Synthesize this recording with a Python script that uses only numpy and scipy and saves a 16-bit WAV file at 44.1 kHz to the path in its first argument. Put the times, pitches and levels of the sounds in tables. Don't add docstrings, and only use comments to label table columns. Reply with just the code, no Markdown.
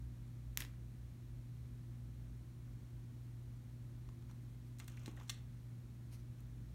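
import sys
import numpy as np
from scipy import signal
from scipy.fft import rfft, irfft
from scipy.io import wavfile

SR = 44100
rng = np.random.default_rng(int(sys.argv[2]) if len(sys.argv) > 2 else 0)


def digitize_waveform(pressure):
    field = np.atleast_2d(pressure).T
    bounded = np.clip(field, -1, 1)
    quanta = np.round(bounded * 32767).astype(np.int16)
    wavfile.write(sys.argv[1], SR, quanta)


N = 297234
TIME = np.arange(N) / SR
RING_TIME = np.arange(8192) / SR

# t/s, level/dB, brightness f/Hz, share of chatter
NAIL_SLIPS = [(.5740, -11, 8200, 0.07), (.5802, -36, 8000, .4), (0.6036, -25, 13000, .8),
              (.6060, -22, 4800, 0.3), (0.6219, -24, 1500, .15), (.6380, -37, 1400, .6),
              (0.6496, -33.5, 1300, .6)]
# f/Hz, level/dB
SNAP_SPECTRUM = [(400, -20), (950, -3), (1300, -5.5), (1800, 2), (2600, -2), (3350, 4), (4300, -4),
                 (4850, -15.5), (5600, -1.5), (6900, -3), (8400, -9.5), (10400, -7), (12500, -1),
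                 (16000, -8.5)]
# f/Hz, level/dB
PEEL_SPECTRUM = [(300, 2.5), (800, -7), (1850, 2.5), (4200, -6), (4900, -1), (5800, -6), (10000, -11),
                 (13500, -10), (16000, -15)]
# t/s, level/dB, brightness f/Hz
HARD_CONTACTS = [(4.0894, -45, 3600), (4.3125, -44.5, 4500), (4.786, -40, 8000), (4.7943, -35.5, 11000),
                 (4.8000, -29.5, 3200), (4.879, -32.5, 11900), (4.8820, -33.5, 3180), (4.8990, -42, 8000),
                 (4.9700, -42.5, 7000), (5.0600, -29.5, 4000), (5.0698, -43, 7100), (5.0810, -39, 5500),
                 (5.283, -43, 6000), (5.2920, -40, 6000), (5.2958, -17, 4800), (5.3001, -18.5, 4960),
                 (6.405, -44.5, 14100)]
# f/Hz, level/dB, T60/s
HARD_MODES = [(885, -17, 0.029), (1190, -3, 0.024), (1630, -5, 0.037), (1850, -10, 0.11), (2100, -3, 0.051),
              (2767, -2.5, 0.036), (3530, -7, 0.034), (4140, 4.5, 0.018), (4430, 0, 0.018),
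              (5500, -14, .022), (6030, 4, 0.021), (7070, 0, 0.017), (8300, 2, 0.016), (9850, -15, 0.0097),
              (11600, -29, .014), (12400, -12, .015)]
# t/s, level/dB, f/Hz, T60/s, quality factor Q
SOFT_CONTACTS = [(.7380, -50, 1800, .01, .8), (4.09, -44, 850, 0.011, 0.89), (4.2240, -49, 1800, .012, .5),
                 (4.297, -46, 1250, .035, .91), (4.3125, -49, 1100, .012, .9),
                 (4.974, -37.5, 2100, 0.031, 2.4), (5.0790, -36, 1190, .009, 0.39),
                 (5.173, -39, 1850, .029, 4.9), (5.2000, -39, 1300, 0.025, 0.4),
                 (5.2113, -38, 1070, 0.033, .8)]
# f/Hz, level/dB, T60/s
TABLE_TOP_MODES = [(186, -17, 0.038), (234, -2.5, .04), (301, -0.5, 0.047), (383, -15, 0.055),
                   (473, -16, 0.032), (834, -21, 0.039), (1100, -19, 0.054)]
# middle t/s, duration/s, peak level/dB, brightness f/Hz
FINGER_STROKES = [(4.299, .03, -68.5, 4000), (4.427, .04, -74, 14000), (4.680, .035, -71, 9000),
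                  (4.820, 0.053, -63.5, 2400), (4.92, 0.1, -67, 2200), (5.010, .09, -67, 2800),
                  (5.077, 0.085, -62.5, 2800), (5.182, 0.048, -64.5, 1100), (5.217, 0.1, -65.5, 2800),
                  (6.141, 0.055, -58, 8500), (6.200, .04, -70, 6500), (6.395, 0.044, -71, 3500)]
# f/Hz, level/dB
PATH_RESPONSE = [(600, 0), (850, 8), (1300, 3), (4200, 0), (4850, -4), (5500, -0.5), (7300, 1.5), (9500, 1),
                 (10400, -6), (11500, -4), (12500, 0), (13300, -4), (15000, -1)]
# f/Hz, T60/s
REVERB_TIMES = [(200, 0.67), (1500, 0.45), (5000, 0.25), (14000, 0.19)]
# f/Hz, level/dB, depth of waver
HUM_TONES = [(120, -51.5, 0.07), (154.1, -72, 1.43), (221.9, -77.5, 0.2), (241.1, -67.5, 0.17),
             (288.4, -77.5, 0.5), (341.3, -80, 1.5)]
# t/s, level/dB
DRONE_ENVELOPE = [(0, -53), (.5, -57), (1.3, -59.5), (2.2, -54.5), (3.1, -59.5), (5.7, -61.5), (6.7, -55.5)]
# f/Hz, level/dB
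RUMBLE_SPECTRUM = [(10, -44), (24, -27), (38, -15), (48, -6.5), (56, -6.5), (65, -2.5), (75, -10.5),
                   (115, -7.5), (160, -12.5), (200, -16), (280, -20.5), (345, -22), (400, -30.5),
                   (800, -53)]
# f/Hz, level/dB
HISS_SPECTRUM = [(100, 0), (550, 2), (800, -1.5), (2200, -5.5), (2800, -9), (4200, -9), (4900, -14.5),
                 (5400, -11.5), (7000, -12.5), (7700, -15.5), (9500, -12), (10400, -22.5), (11300, -14),
                 (16000, -21.5)]


def nail_snaps():
    hz = abs(np.fft.fftfreq(len(RING_TIME), 1 / SR))
    log_gain = np.log(amp(value_at(SNAP_SPECTRUM, hz)))
    pulse = np.fft.ifft(np.exp(np.conj(signal.hilbert(log_gain)))).real
    out = np.zeros(N)
    for s, db, hz, chatter_share in NAIL_SLIPS:
        slip = signal.fftconvolve(pulse, (RING_TIME == 0) + chatter_share * chatter(t60=0.0072))
        add(out, s, amp(db) * resonate(slip, hz, q=0.29))
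    return out


def foam_peel():
    start_s, free_s = 0.5745, 0.613
    grow_db_per_s, fade_db_per_s, fizz_fade_db_per_s = 230, 290, 170
    since_free = TIME - free_s
    level_db = -53 + np.minimum(grow_db_per_s * since_free, -fade_db_per_s * since_free)
    crackle = coloured(stick_slip(per_s=7000, spread_db=-1), PEEL_SPECTRUM)
    fizz = signal.sosfiltfilt(signal.butter(2, 8000, "high", fs=SR, output="sos"), crackle)
    fizz_db = 1 - fizz_fade_db_per_s * np.maximum(TIME - start_s, 0)
    return (TIME > start_s) * amp(level_db) * (crackle + amp(fizz_db) * fizz)


def hard_ticks():
    out, ring = np.zeros(N), ringing(HARD_MODES)
    for s, db, hz in HARD_CONTACTS + clasp_jiggles():
        blow = (RING_TIME == 0) + 0.038 * ring + 0.14 * chatter(t60=0.026)
        add(out, s, amp(db) * resonate(blow, hz, q=0.79))
    return out


def clasp_jiggles(start_s=4.79, end_s=5.26, per_s=18, db=-45, spread_db=3, hz=7000):
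    slots = np.arange(start_s, end_s, 1 / per_s)
    lateness, forces = rng.random((len(slots), 2)).T
    times = slots + lateness / per_s
    return [(s, db + spread_db * (2 * force - 1), hz) for s, force in zip(times, forces)]


def foam_pats():
    out = np.zeros(N)
    for s, db, hz, t60, q in SOFT_CONTACTS:
        blow = (RING_TIME == 0) + 0.21 * chatter(t60)
        add(out, s, amp(db) * resonate(resonate(blow, hz, q), hz, q))
    return out


def table_thump(landing_s=5.0798, rise_s=0.0011):
    out = np.zeros(N)
    onset = 1 - np.exp(-RING_TIME / rise_s)
    add(out, landing_s, amp(-38.5) * ringing(TABLE_TOP_MODES) * onset)
    return out


def finger_friction(half_width_octaves=1.96):
    strength, brightness_hz = stroke_envelope()
    slips = stick_slip(per_s=3500, spread_db=3.0)
    out, power = np.zeros(N), np.zeros(N)
    for low_hz in (450, 900, 1800, 3600, 7200, 14400):
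        octave = signal.butter(2, [low_hz, min(2 * low_hz, SR / 2 - 1)], "band", fs=SR, output="sos")
        octaves_away = np.log2(low_hz * np.sqrt(2) / brightness_hz)
        share = 1 / (1 + (octaves_away / half_width_octaves) ** 2)
        out += share * unit_rms(signal.sosfilt(octave, slips))
        power += share ** 2
    return strength * out / np.sqrt(power)


def stroke_envelope(ends_db=-13, flatness=2.5):
    arches = np.array([amp(db + ends_db * np.minimum(abs(2 * (TIME - s) / duration), 4) ** flatness)
                       for s, duration, db, _ in FINGER_STROKES])
    brightness_hz = np.array([hz for *_, hz in FINGER_STROKES])
    return np.linalg.norm(arches, axis=0), brightness_hz[arches.argmax(axis=0)]


def reverberation(x, build_s, reflections_per_s=5000):
    reflections = rng.standard_normal(SR // 2) * (rng.random(SR // 2) < reflections_per_s / SR)
    hz, t, spectra = signal.stft(reflections, SR, nperseg=256)
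    decay = amp(-60 * t / value_at(REVERB_TIMES, hz)[:, None])
    tail = signal.istft(spectra * decay, SR)[1]
    tail *= 1 - np.exp(-np.arange(len(tail)) / SR / build_s)
    return signal.fftconvolve(x, tail / np.linalg.norm(tail))[:N]


def diffuse_field(x, build_s, turn_s, tails):
    shares = (np.sqrt(2 / tails) * np.cos(np.pi * (TIME / turn_s + k / tails)) for k in range(tails))
    return sum(reverberation(x * share, build_s) for share in shares)


def mains_hum():
    out = np.zeros(N)
    for hz, db, depth in HUM_TONES:
        waver = 1 + depth * (drift(knots=40) + 1j * drift(knots=40))
        carrier = np.exp(2j * np.pi * (hz * TIME + rng.random()))
        out += amp(db) * unit_rms((waver * carrier).real)
    return out


def low_drone(hz=57, wander_hz=4.49, swell_db=4.5):
    tone = np.sin(2 * np.pi * np.cumsum(hz + wander_hz * drift(knots=60)) / SR)
    swell = amp(swell_db * np.tanh(drift(knots=80)))
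    level_db = np.interp(TIME, *np.transpose(DRONE_ENVELOPE))
    return amp(level_db) * unit_rms(swell * tone)


def noise_floor():
    rumble = amp(-57.5) * coloured(rng.standard_normal(N), RUMBLE_SPECTRUM)
    hiss = amp(-72.5) * coloured(rng.standard_normal(N), HISS_SPECTRUM)
    return rumble + hiss


def resonate(x, hz, q):
    omega = 2 * np.pi * min(hz, SR * 2 / 5) / SR
    damping = np.sin(omega) / (2 * q)
    y = signal.lfilter([damping, 0, -damping], [1 + damping, -2 * np.cos(omega), 1 - damping], x)
    return y / np.linalg.norm(y)


def ringing(modes):
    return sum(amp(db - 60 * RING_TIME / t60) * np.sin(2 * np.pi * hz * RING_TIME) for hz, db, t60 in modes)


def chatter(t60):
    return rng.standard_normal(len(RING_TIME)) * amp(-60 * RING_TIME / t60)


def stick_slip(per_s, spread_db):
    size = amp(spread_db * np.minimum(rng.exponential(1, N), 3)) * rng.choice([-1, 1], N)
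    return size * (rng.random(N) < per_s / SR)


def drift(knots):
    return np.interp(TIME, np.linspace(0, N / SR, knots), rng.standard_normal(knots))


def filtered(x, response):
    return irfft(rfft(x) * amp(value_at(response, np.fft.rfftfreq(N, 1 / SR))), N)


def coloured(x, spectrum):
    return unit_rms(filtered(x, spectrum))


def value_at(table, hz):
    table_hz, values = np.transpose(table)
    return np.interp(np.log(hz + 1), np.log(table_hz), values)


def amp(db):
    return 10 ** (np.asarray(db) / 20)


def unit_rms(x):
    return x / np.sqrt(np.mean(x ** 2) + 1e-30)


def add(mix, s, sound):
    part = mix[round(s * SR):][:len(sound)]
    part += sound[:len(part)]


def scene():
    near = nail_snaps() + foam_peel()
    handling = filtered(hard_ticks() + foam_pats() + finger_friction(), PATH_RESPONSE)
    thump = table_thump()
    reflected = diffuse_field(amp(-15.5) * near + amp(-10.5) * handling, build_s=0.002, turn_s=0.009, tails=2)
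    reflected += reverberation(amp(-11.5) * thump, build_s=0.0028)
    background = noise_floor() + mains_hum() + low_drone()
    return (near + handling + thump + reflected + background)[None]


def record(dry):
    low_pass = signal.firwin(511, cutoff=15900, window=("kaiser", 8), fs=SR)
    return signal.oaconvolve(dry, low_pass[None], "same")


dry = scene()
out = record(dry)
digitize_waveform(out)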